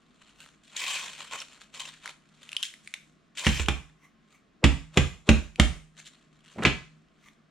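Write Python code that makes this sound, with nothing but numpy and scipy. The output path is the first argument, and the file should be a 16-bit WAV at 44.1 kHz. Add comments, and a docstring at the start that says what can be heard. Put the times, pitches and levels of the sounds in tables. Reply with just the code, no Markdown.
"""A quiet kitchen hums, then fingers rustle on a plastic ice tray and it is twisted over a steel pan.
Stick-slip clicks make the creak, splinter bursts and cell rings the cracks, friction noise the squeaks.
Later the tray is knocked down on the pan: noise clatters, modes of the wooden table boom,
and low swings rock the camera standing on it. Sparse taps form the room tail; gain control ducks loud peaks.
"""
import sys
import numpy as np
from scipy import signal
from scipy.io import wavfile
from scipy.ndimage import uniform_filter1d

SR = 44100
rng = np.random.default_rng(int(sys.argv[2]) if len(sys.argv) > 2 else 0)


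def field_ratio(decibels):
    """Amplitude ratio for a level in dB (20 dB per decade); scalars and array-likes work."""
    return 10 ** (np.asarray(decibels, dtype=float) / 20)


def master_out(mix):
    """Clip the mix to full scale and print it as 16-bit PCM to the path in sys.argv[1]."""
    frames = np.transpose(np.atleast_2d(mix))
    ceiling = np.clip(frames, -1, 1)
    pcm = np.round(ceiling * 32767).astype(np.int16)
    wavfile.write(sys.argv[1], SR, pcm)


N = 330750

# room air spectrum, relative: pitch_hz, level_db
AIR_COLOUR = [(15, -46), (25, -1.5), (91, -17), (219, -1), (554, -18.5), (649, -13), (916, -24.5),
              (1100, -15), (3630, -26.5), (7610, -38), (14000, -60.5)]
# wavering appliance tones: pitch_hz, resonator_width_hz, level_db
HUM_TONES = [(48, 6.6, -82.5), (153.3, 5.1, -71.5), (213, 23, -76), (1070, 16, -85)]
# left-right likeness of the air: pitch_hz, likeness [0-1]
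AIR_LIKENESS = [(30, 0.4), (150, 0.71), (1000, 0.34), (5000, 1), (12000, .3)]

# sustained strains, the long twist and the tray dragged onto the pan: time_s, creak_db, hollow_rel_db
STRAINS = [
    [(0.633, -64, -23), (0.756, -51.5, -1.5), (0.768, -36.5, -20), (0.814, -39.5, -16), (0.926, -35, -14),
     (1.189, -51.5, -9.5), (1.3, -60, -9)],
    [(3.35, -60, -10), (3.384, -35, -16.5), (3.44, -42.5, -8), (3.464, -31, -15.5), (3.532, -38, -20),
     (3.612, -36, -11.5), (3.676, -55, -18)],
]
# short creaks that catch quickly and let go: peak_s, peak_db, fall_20db_s, hollow_rel_db
CREAKS = [(.405, -50.5, 0.14, -8.5), (1.205, -42, .12, -7), (1.333, -34, 0.06, -5),
          (1.39, -46.5, 0.13, -15.5), (1.42, -42.5, .035, -2.5), (1.616, -48, 0.06, -9.5),
          (1.754, -44, 0.06, -10.5), (1.804, -37, 0.0559, -12.5), (1.857, -46, 0.18, -9.5),
          (2.037, -51.5, .05, -11.5), (2.062, -43, 0.04, 0), (2.092, -43, 0.057, -5.5),
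          (2.432, -54, 0.36, -8), (2.644, -35, 0.054, -27), (2.844, -59.5, 0.3, -30.5),
          (2.95, -52, 0.07, -6), (5.988, -47, 0.07, -11), (6.07, -45, 0.0456, -17), (6.45, -57, 0.5, -8)]
# fingers sliding on the plastic: peak_s, peak_db, rise_or_fall_20db_s
RUSTLES = [(.3, -62, .5), (1.525, -53, 0.17), (2.6, -53, .35), (4.33, -66, 0.13), (6.14, -62, 0.2),
           (6.37, -66, .08), (7.25, -64, 0.15)]
# the tray scrapes the pan until it lands: end_s, end_db, rise_20db_s
SCRAPES = [(4.968, -37, 0.0375), (5.28, -41, 0.017), (5.591, -39, 0.0134), (6.64, -37.5, 0.0438)]
# colour of the creak: pitch_hz, level_db
CREAK_COLOUR = [(260, -32), (634, -13.5), (701, -21), (1100, -12), (1340, -9), (3080, -7), (5080, -11),
                (7440, -7.5), (16000, -45)]
# resonances of the plastic tray: pitch_hz, width_hz, mean_level_db
TRAY_MODES = [(1080, 130, -1), (2460, 200, -3), (3070, 130, -3), (7200, 170, -16)]

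# room decay: pitch_hz, t60_s
ROOM_DECAY = [(100, 0.31), (420, 0.24), (1100, 0.32), (2900, 0.29), (7700, 0.37)]

# single cracks of ice and plastic: start_s, level_db, cell_ring_hz
CRACKS = [(0.293, -46, 2900), (0.4035, -34, 2720), (0.462, -42, 1300), (0.765, -19, 3840),
          (0.7672, -20, 6600), (0.943, -20, 3020), (0.985, -27, 1700), (1.4024, -26, 5600),
          (1.417, -26, 2900), (1.6158, -37, 1620), (1.7508, -32, 3570), (1.7972, -27, 3630),
          (1.8532, -30, 2770), (2.058, -22, 1550), (2.0767, -24.5, 2090), (2.4303, -35.5, 3500),
          (2.491, -29, 2720), (2.5177, -28.5, 2740), (2.5301, -22, 2670), (2.5664, -8.5, 3080),
          (2.6285, -8.5, 3200), (2.6335, -11.5, 3225), (2.7391, -30.5, 2030), (2.8748, -26, 2280),
          (2.9394, -15.5, 2270), (3.3826, -24, 3150), (3.447, -17.5, 1920), (3.4602, -14.5, 2200),
          (3.536, -25, 2700), (3.5728, -24, 2010), (3.6604, -22, 2840), (3.685, -9, 1550),
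          (3.897, -47, 1700), (5.047, -29, 6200), (5.5586, -28, 2440), (6.067, -36.5, 3140),
          (6.4065, -49, 3220), (6.636, -16, 1690), (7.2853, -40, 2090)]
# colour of a splinter: pitch_hz, level_db
SPLINTER_COLOUR = [(290, -70), (500, -48), (1400, -25.5), (3200, 4), (4870, -7), (10100, -12), (16000, -43)]

# damp skin drags on a cell wall: peak_s, peak_db, rise_or_fall_20db_s, wall_hz
SQUEAKS = [(.42, -54, .06, 2800), (4.048, -58, .06, 2050), (4.35, -59, .05, 2200), (7.27, -56, .06, 2100)]
# fuzzy resonances of a cell wall: multiple_of_wall_hz, level_db
WALL_MODES = [(.55, -5), (1, 0), (2.8, -11)]

# knocks on the pan: start_s, clatter_db, burst_t60_s, boom_db, rocking_db, rocking_hz
KNOCKS = [(3.466, -2, 0.04, -11, -8.5, 67), (3.595, -16, 0.049, -35, -15.5, 68),
          (3.684, -6, 0.043, -19, -14, 66.4), (4.64, 3, 0.049, -4, 0, 67.2), (4.972, 4, 0.041, -8, -5, 75),
          (5.29, 6, 0.033, -4.5, 0.5, 67), (5.598, 4.5, 0.021, -7, -1.5, 63.9),
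          (6.556, -39.5, 0.2, -37.5, -60.5, 66), (6.583, -28, 0.2, -24, -55, 66),
          (6.622, -18.5, 0.18, -26, -42, 66), (6.65, 4, 0.11, -8, -14, 69)]
# colour of the clatter: pitch_hz, level_db
CLATTER_COLOUR = [(180, -23.5), (300, -1.5), (885, -10.5), (2790, -8), (4520, -20), (7320, -19),
                  (13800, -45), (16000, -70)]
# table modes before each blow's scatter: pitch_hz, level_db, t60_s
TABLE_MODES = [(90, -8, 0.15), (138.7, 0, 0.22), (176.6, 9.5, 0.079), (216, 1.5, 0.15), (277, -8.5, 0.22),
               (362.3, -4, 0.095), (559, -14, .08), (810, -18, 0.14)]
# faint long ring of the pan: pitch_hz, level_rel_boom_db, t60_s
PAN_RING = (157, -34.5, 1.1)

# colour of what differs between the ports: pitch_hz, level_db
PORT_COLOUR = [(500, -22), (3000, -11), (6000, -7.5), (9000, 1), (14000, -3.5)]


def evened(x):
    """Scales to rms 1."""
    return x / np.sqrt(np.mean(x ** 2) + 1e-20)


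def wander(width):
    """Slow noise of rms 1, smoothed twice over width samples."""
    noise = rng.standard_normal(N)
    return evened(uniform_filter1d(uniform_filter1d(noise, width), width))


def patchy(shape, bins, frames):
    """Noise of rms 1, smoothed over frequency bins and time frames."""
    noise = rng.standard_normal(shape)
    return evened(uniform_filter1d(uniform_filter1d(noise, bins, 0), frames, 1))


def read(points, hz):
    """Reads a table by pitch on a log-frequency axis."""
    f, value = np.transpose(points)
    return np.interp(np.log(hz + 1), np.log(f + 1), value)


def add(mix, start_s, sound):
    """Adds a two-channel sound at start_s."""
    part = mix[:, round(start_s * SR):][:, :sound.shape[1]]
    part += sound[:, :part.shape[1]]


def colour(x, points):
    """Minimum-phase filter with the gain of a pitch_hz, level_db table."""
    hz = abs(np.fft.fftfreq(4096, 1 / SR))
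    log_gain = np.log(field_ratio(np.maximum(read(points, hz), -90)))
    taps = np.fft.ifft(np.exp(np.conj(signal.hilbert(log_gain)))).real[:2048]
    return signal.oaconvolve(x, taps)[:len(x)]


def resonate(x, hz, width_hz):
    """Two-pole resonance with gain near 1 at its centre."""
    r = np.exp(-np.pi * width_hz / SR)
    return signal.lfilter([1 - r, 0, r - 1], [1, -2 * r * np.cos(2 * np.pi * hz / SR), r * r], x)


def ring(t, hz, t60_s, phase=0.):
    """One dying mode."""
    return field_ratio(-60 * t / t60_s) * np.sin(2 * np.pi * hz * t + phase)


def sides(x, pan_db):
    """Places a mono sound between the channels, positive to the left."""
    return x * field_ratio([[pan_db / 2], [-pan_db / 2]])


def hum():
    """Room air is partly shared noise with slow patches; appliance tones are narrow-band noise."""
    hz = np.fft.rfftfreq(2048, 1 / SR)
    shape = (len(hz), N // 512 + 5)
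    a, b, c, d = rng.standard_normal((4, *shape))
    same = np.clip(read(AIR_LIKENESS, hz), -1, 1)[:, None]
    left = a + 1j * b
    right = same * left + np.sqrt(1 - same ** 2) * (c + 1j * d)
    level_db = read(AIR_COLOUR, hz)[:, None] + 0.5 * patchy(shape, 20, 10)
    z = np.array([left, right]) * field_ratio(level_db)
    air = field_ratio(-64.8) * evened(signal.istft(z, nperseg=2048, noverlap=1536)[1][:, :N])
    noise = rng.standard_normal(N)
    tones = sum(field_ratio(db) * evened(resonate(resonate(noise, f, width_hz), f, width_hz))
                for f, width_hz, db in HUM_TONES)
    return air + tones


def strain():
    """Level and hollowness of the creak: strains add as powers, and the strongest sets the colour."""
    t = np.arange(0, N + 32, 32) / SR
    catch_s, scrape_stop_s = 0.027, 0.01  # s per 20 dB
    rustle_hollow_db, scrape_hollow_db = -6, -3.5
    shapes = []
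    for s, db, hollow_db in map(np.transpose, STRAINS):
        shapes.append((np.interp(t, s, db, -120, -120), np.interp(t, s, hollow_db)))
    peaks = [(s, db, catch_s, fall_s, hollow_db) for s, db, fall_s, hollow_db in CREAKS]
    peaks += [(s, db, slope_s, slope_s, rustle_hollow_db) for s, db, slope_s in RUSTLES]
    peaks += [(s, db, rise_s, scrape_stop_s, scrape_hollow_db) for s, db, rise_s in SCRAPES]
    for s, db, rise_s, fall_s, hollow_db in peaks:
        shapes.append((db - 20 * np.maximum((s - t) / rise_s, (t - s) / fall_s), hollow_db))
    power, hollow = 1e-12, 0
    for db, hollow_db in shapes:
        power = power + field_ratio(2 * db)
        hollow = hollow + field_ratio(2 * db) * hollow_db
    return np.repeat(10 * np.log10(power), 32)[:N], np.repeat(hollow / power, 32)[:N]


def creak():
    """Uneven stick-slip clicks ring the tray: sparse ticks under light strain, a dense singing rasp under hard."""
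    level_db, hollow_db = strain()
    hard = np.clip((uniform_filter1d(level_db, 4000) + 54) / 20, 0, 1)  # sustained strain, 0-1
    slips_per_s = 1500 + 6000 * hard
    uneven_db = (2.0 - 1.14 * hard) * np.minimum(rng.exponential(1, N), 5)
    clump_db = (3.0 - 1.2 * hard) * wander(180)
    size = field_ratio(uneven_db + clump_db) / np.sqrt(slips_per_s) * field_ratio(3.2 * hard)
    slips = size * rng.choice([-1., 1.], N) * (rng.random(N) < slips_per_s / SR)
    body = evened(colour(slips, CREAK_COLOUR))
    # the shifting grip frees now one resonance, now another
    singing = sum(field_ratio(db + 4 * wander(2500)) * resonate(slips, hz, width_hz)
                  for hz, width_hz, db in TRAY_MODES)
    body += 1.1 * hard * evened(singing)
    hz, _, z = signal.stft(body, SR, nperseg=256)
    z *= field_ratio(2 * patchy(z.shape, 5, 8))  # it bends
    bands = (hz < 1500, abs(hz - 3000) < 1500, hz > 4500)
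    low, mid, top = (signal.istft(z * band[:, None], SR, nperseg=256)[1][:N] for band in bands)
    # a hollower or lighter creak is duller
    top_db = -.3 * (hollow_db + 19.5) - 2.2 * (1 - hard)
    high = evened(mid + field_ratio(top_db) * top)
    return sides(field_ratio(uniform_filter1d(level_db, 100)) * (high + field_ratio(hollow_db) * evened(low)), .3)


def kitchen(x):
    """Sparse signed taps from 7 ms on, each band dying at its own speed; three tails take turns as the tray moves."""
    out = np.zeros((2, N))
    turn = 2 * np.pi * np.arange(N) / SR  # one turn a second
    for k in range(3):
        taps = np.zeros((2, SR))
        at = np.arange(300, SR - 20, 20) + rng.integers(0, 20, (2, (SR - 301) // 20))
        np.put_along_axis(taps, at, rng.choice([-1., 1.], at.shape), 1)
        taps[1] = .55 * taps[0] + .83 * taps[1]
        hz, t, z = signal.stft(taps, SR, nperseg=256)
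        tail = signal.istft(z * field_ratio(-60 * t / read(ROOM_DECAY, hz)[:, None]), SR, nperseg=256)[1]
        share = np.sqrt(2 / 3) * np.cos(turn + 2 * np.pi * k / 3)
        fed = (x.mean(0) * share)[None]
        out += signal.oaconvolve(fed, tail / np.linalg.norm(tail[0]), axes=1)[:, :N]
    return out


def cracks():
    """Each crack is a splinter noise burst of a few milliseconds plus a short ring of the nearest cell."""
    out, t = np.zeros((2, N)), np.arange(1500) / SR
    for start_s, db, hz in CRACKS:
        splinter = colour(rng.standard_normal(1500) * field_ratio(-60 * t / .011), SPLINTER_COLOUR)
        cell = ring(t, hz, .0058) * np.minimum(t / .0007, 1)
        snap = 0.5 * splinter / abs(splinter).max() + 1.7 * cell
        add(out, start_s, sides(field_ratio(db) * snap, -.3))
    return out


def squeaks():
    """Smooth friction noise through the resonances of the wall under the finger."""
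    out, t = np.zeros((2, N)), np.arange(-8000, 8000) / SR
    for peak_s, db, slope_s, hz in SQUEAKS:
        noise = rng.standard_normal(len(t))
        wall = sum(field_ratio(d) * evened(resonate(noise, k * hz, 0.08 * k * hz)) for k, d in WALL_MODES)
        add(out, peak_s + t[0], field_ratio(db - 20 * abs(t) / slope_s) * evened(wall)[None])
    return out


def clatter_of(noise, t, db, t60_s):
    """Noise burst of tray, ice and steel with a rattling tail, peak 1; softer landings are duller."""
    chance = rng.standard_normal(SR)
    # loose cubes jostle
    rattle = evened(noise * field_ratio(5.0 * uniform_filter1d(chance, 90) * np.sqrt(90)))
    burst = noise * field_ratio(-60 * t / t60_s) + 0.06 * rattle * field_ratio(-60 * t / 0.32)
    clatter = colour(burst * np.minimum(t / (0.0098 * t60_s), 1), CLATTER_COLOUR)
    # a longer landing is duller and lets the tray's cells ring, lower when it is gentle
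    clatter = signal.lfilter([1], [1, -np.clip(6 * t60_s, 0, .9)], clatter)
    cells_hz = 2700 * field_ratio(1.6 * t60_s * db)
    clatter += 15 * t60_s * resonate(clatter, cells_hz, .74 * cells_hz)
    return clatter / abs(clatter).max()


def boom_of(t, t60_s):
    """Table modes and the pan's long ring; each blow lands elsewhere, so pitch and strength scatter."""
    shift, spot = rng.standard_normal((2, len(TABLE_MODES)))
    boom = sum(field_ratio(db + 2 * p) * ring(t, hz * (1 + 0.0085 * q), mode_t60_s)
               for (hz, db, mode_t60_s), q, p in zip(TABLE_MODES, shift, spot))
    boom = -boom / np.std(boom[:1500]) * np.minimum(t / (0.094 * t60_s), 1)
    pan_hz, pan_db, pan_t60_s = PAN_RING
    return boom + field_ratio(pan_db) * ring(t, pan_hz, pan_t60_s)


def knocks():
    """Airborne clatter and table boom of each blow, led in by a scuff."""
    out, t, lead = np.zeros((2, N)), np.arange(SR) / SR, np.arange(-1300, 0) / SR
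    for start_s, db, t60_s, boom_db, _, _ in KNOCKS:
        noise = rng.standard_normal(SR)
        clatter = field_ratio(db) * clatter_of(noise, t, db, t60_s)
        add(out, start_s, sides(clatter, -1.8) + field_ratio(boom_db) * boom_of(t, t60_s))
        # one edge touches down first
        scuff = evened(resonate(resonate(noise[-1300:], 340, 430), 340, 430)) * field_ratio(-17.5 + 1880 * lead)
        add(out, start_s + lead[0], sides(field_ratio(boom_db) * scuff, .1))
    return out


def rocking():
    """The camera rocks on the shaken table, building over two swings; its right side feels it most."""
    out, t = np.zeros((2, N)), np.arange(SR) / SR
    build = (1 - np.exp(-t / 0.013)) ** 2
    for start_s, _, _, _, db, hz in KNOCKS:
        swing = ring(t, hz, .2) + 0.35 * ring(t, 1.16 * hz, 0.25) + 0.18 * ring(t, 0.73 * hz, 0.34)
        left = .8 * ring(t, hz, .25, 1.2) + .5 * swing
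        add(out, start_s, field_ratio(db) * build * np.array([left, 3 * swing]))
    return out


def scene():
    """Near sounds, their room tail, the shaken camera and the hum."""
    small, blows = creak() + cracks() + squeaks(), knocks()
    tail = kitchen(field_ratio(-11) * small + field_ratio(-5.5) * blows)
    return hum() + small + tail + blows + rocking()


def roll_off(x):
    """The treble ends steeply here."""
    return signal.sosfilt(signal.butter(12, 16410, fs=SR, output="sos"), x)


def record(dry):
    """Two ports hear the treble differently; gain control drops at loud peaks and climbs back."""
    # scatter off the housing and table
    scatter = evened(rng.standard_normal(900) * np.exp(-np.arange(900) / 200.)) / np.sqrt(900)
    apart = colour(signal.oaconvolve(dry.mean(0), scatter)[:N], PORT_COLOUR)
    ports = dry + np.array([apart, -apart])
    power_db = 10 * np.log10(abs(uniform_filter1d((ports ** 2).mean(0), 200)) + 1e-12)
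    sink_db = np.arange(N) * 97.0 / SR  # the held peak sinks 97 dB a second
    held_db = np.maximum.accumulate(power_db + sink_db) - sink_db
    over_db = np.maximum(held_db + 36.0, 0)
    mix = ports / field_ratio(0.27 * uniform_filter1d(over_db, 100))
    return roll_off(mix)


dry = scene()
out = record(dry)
master_out(out)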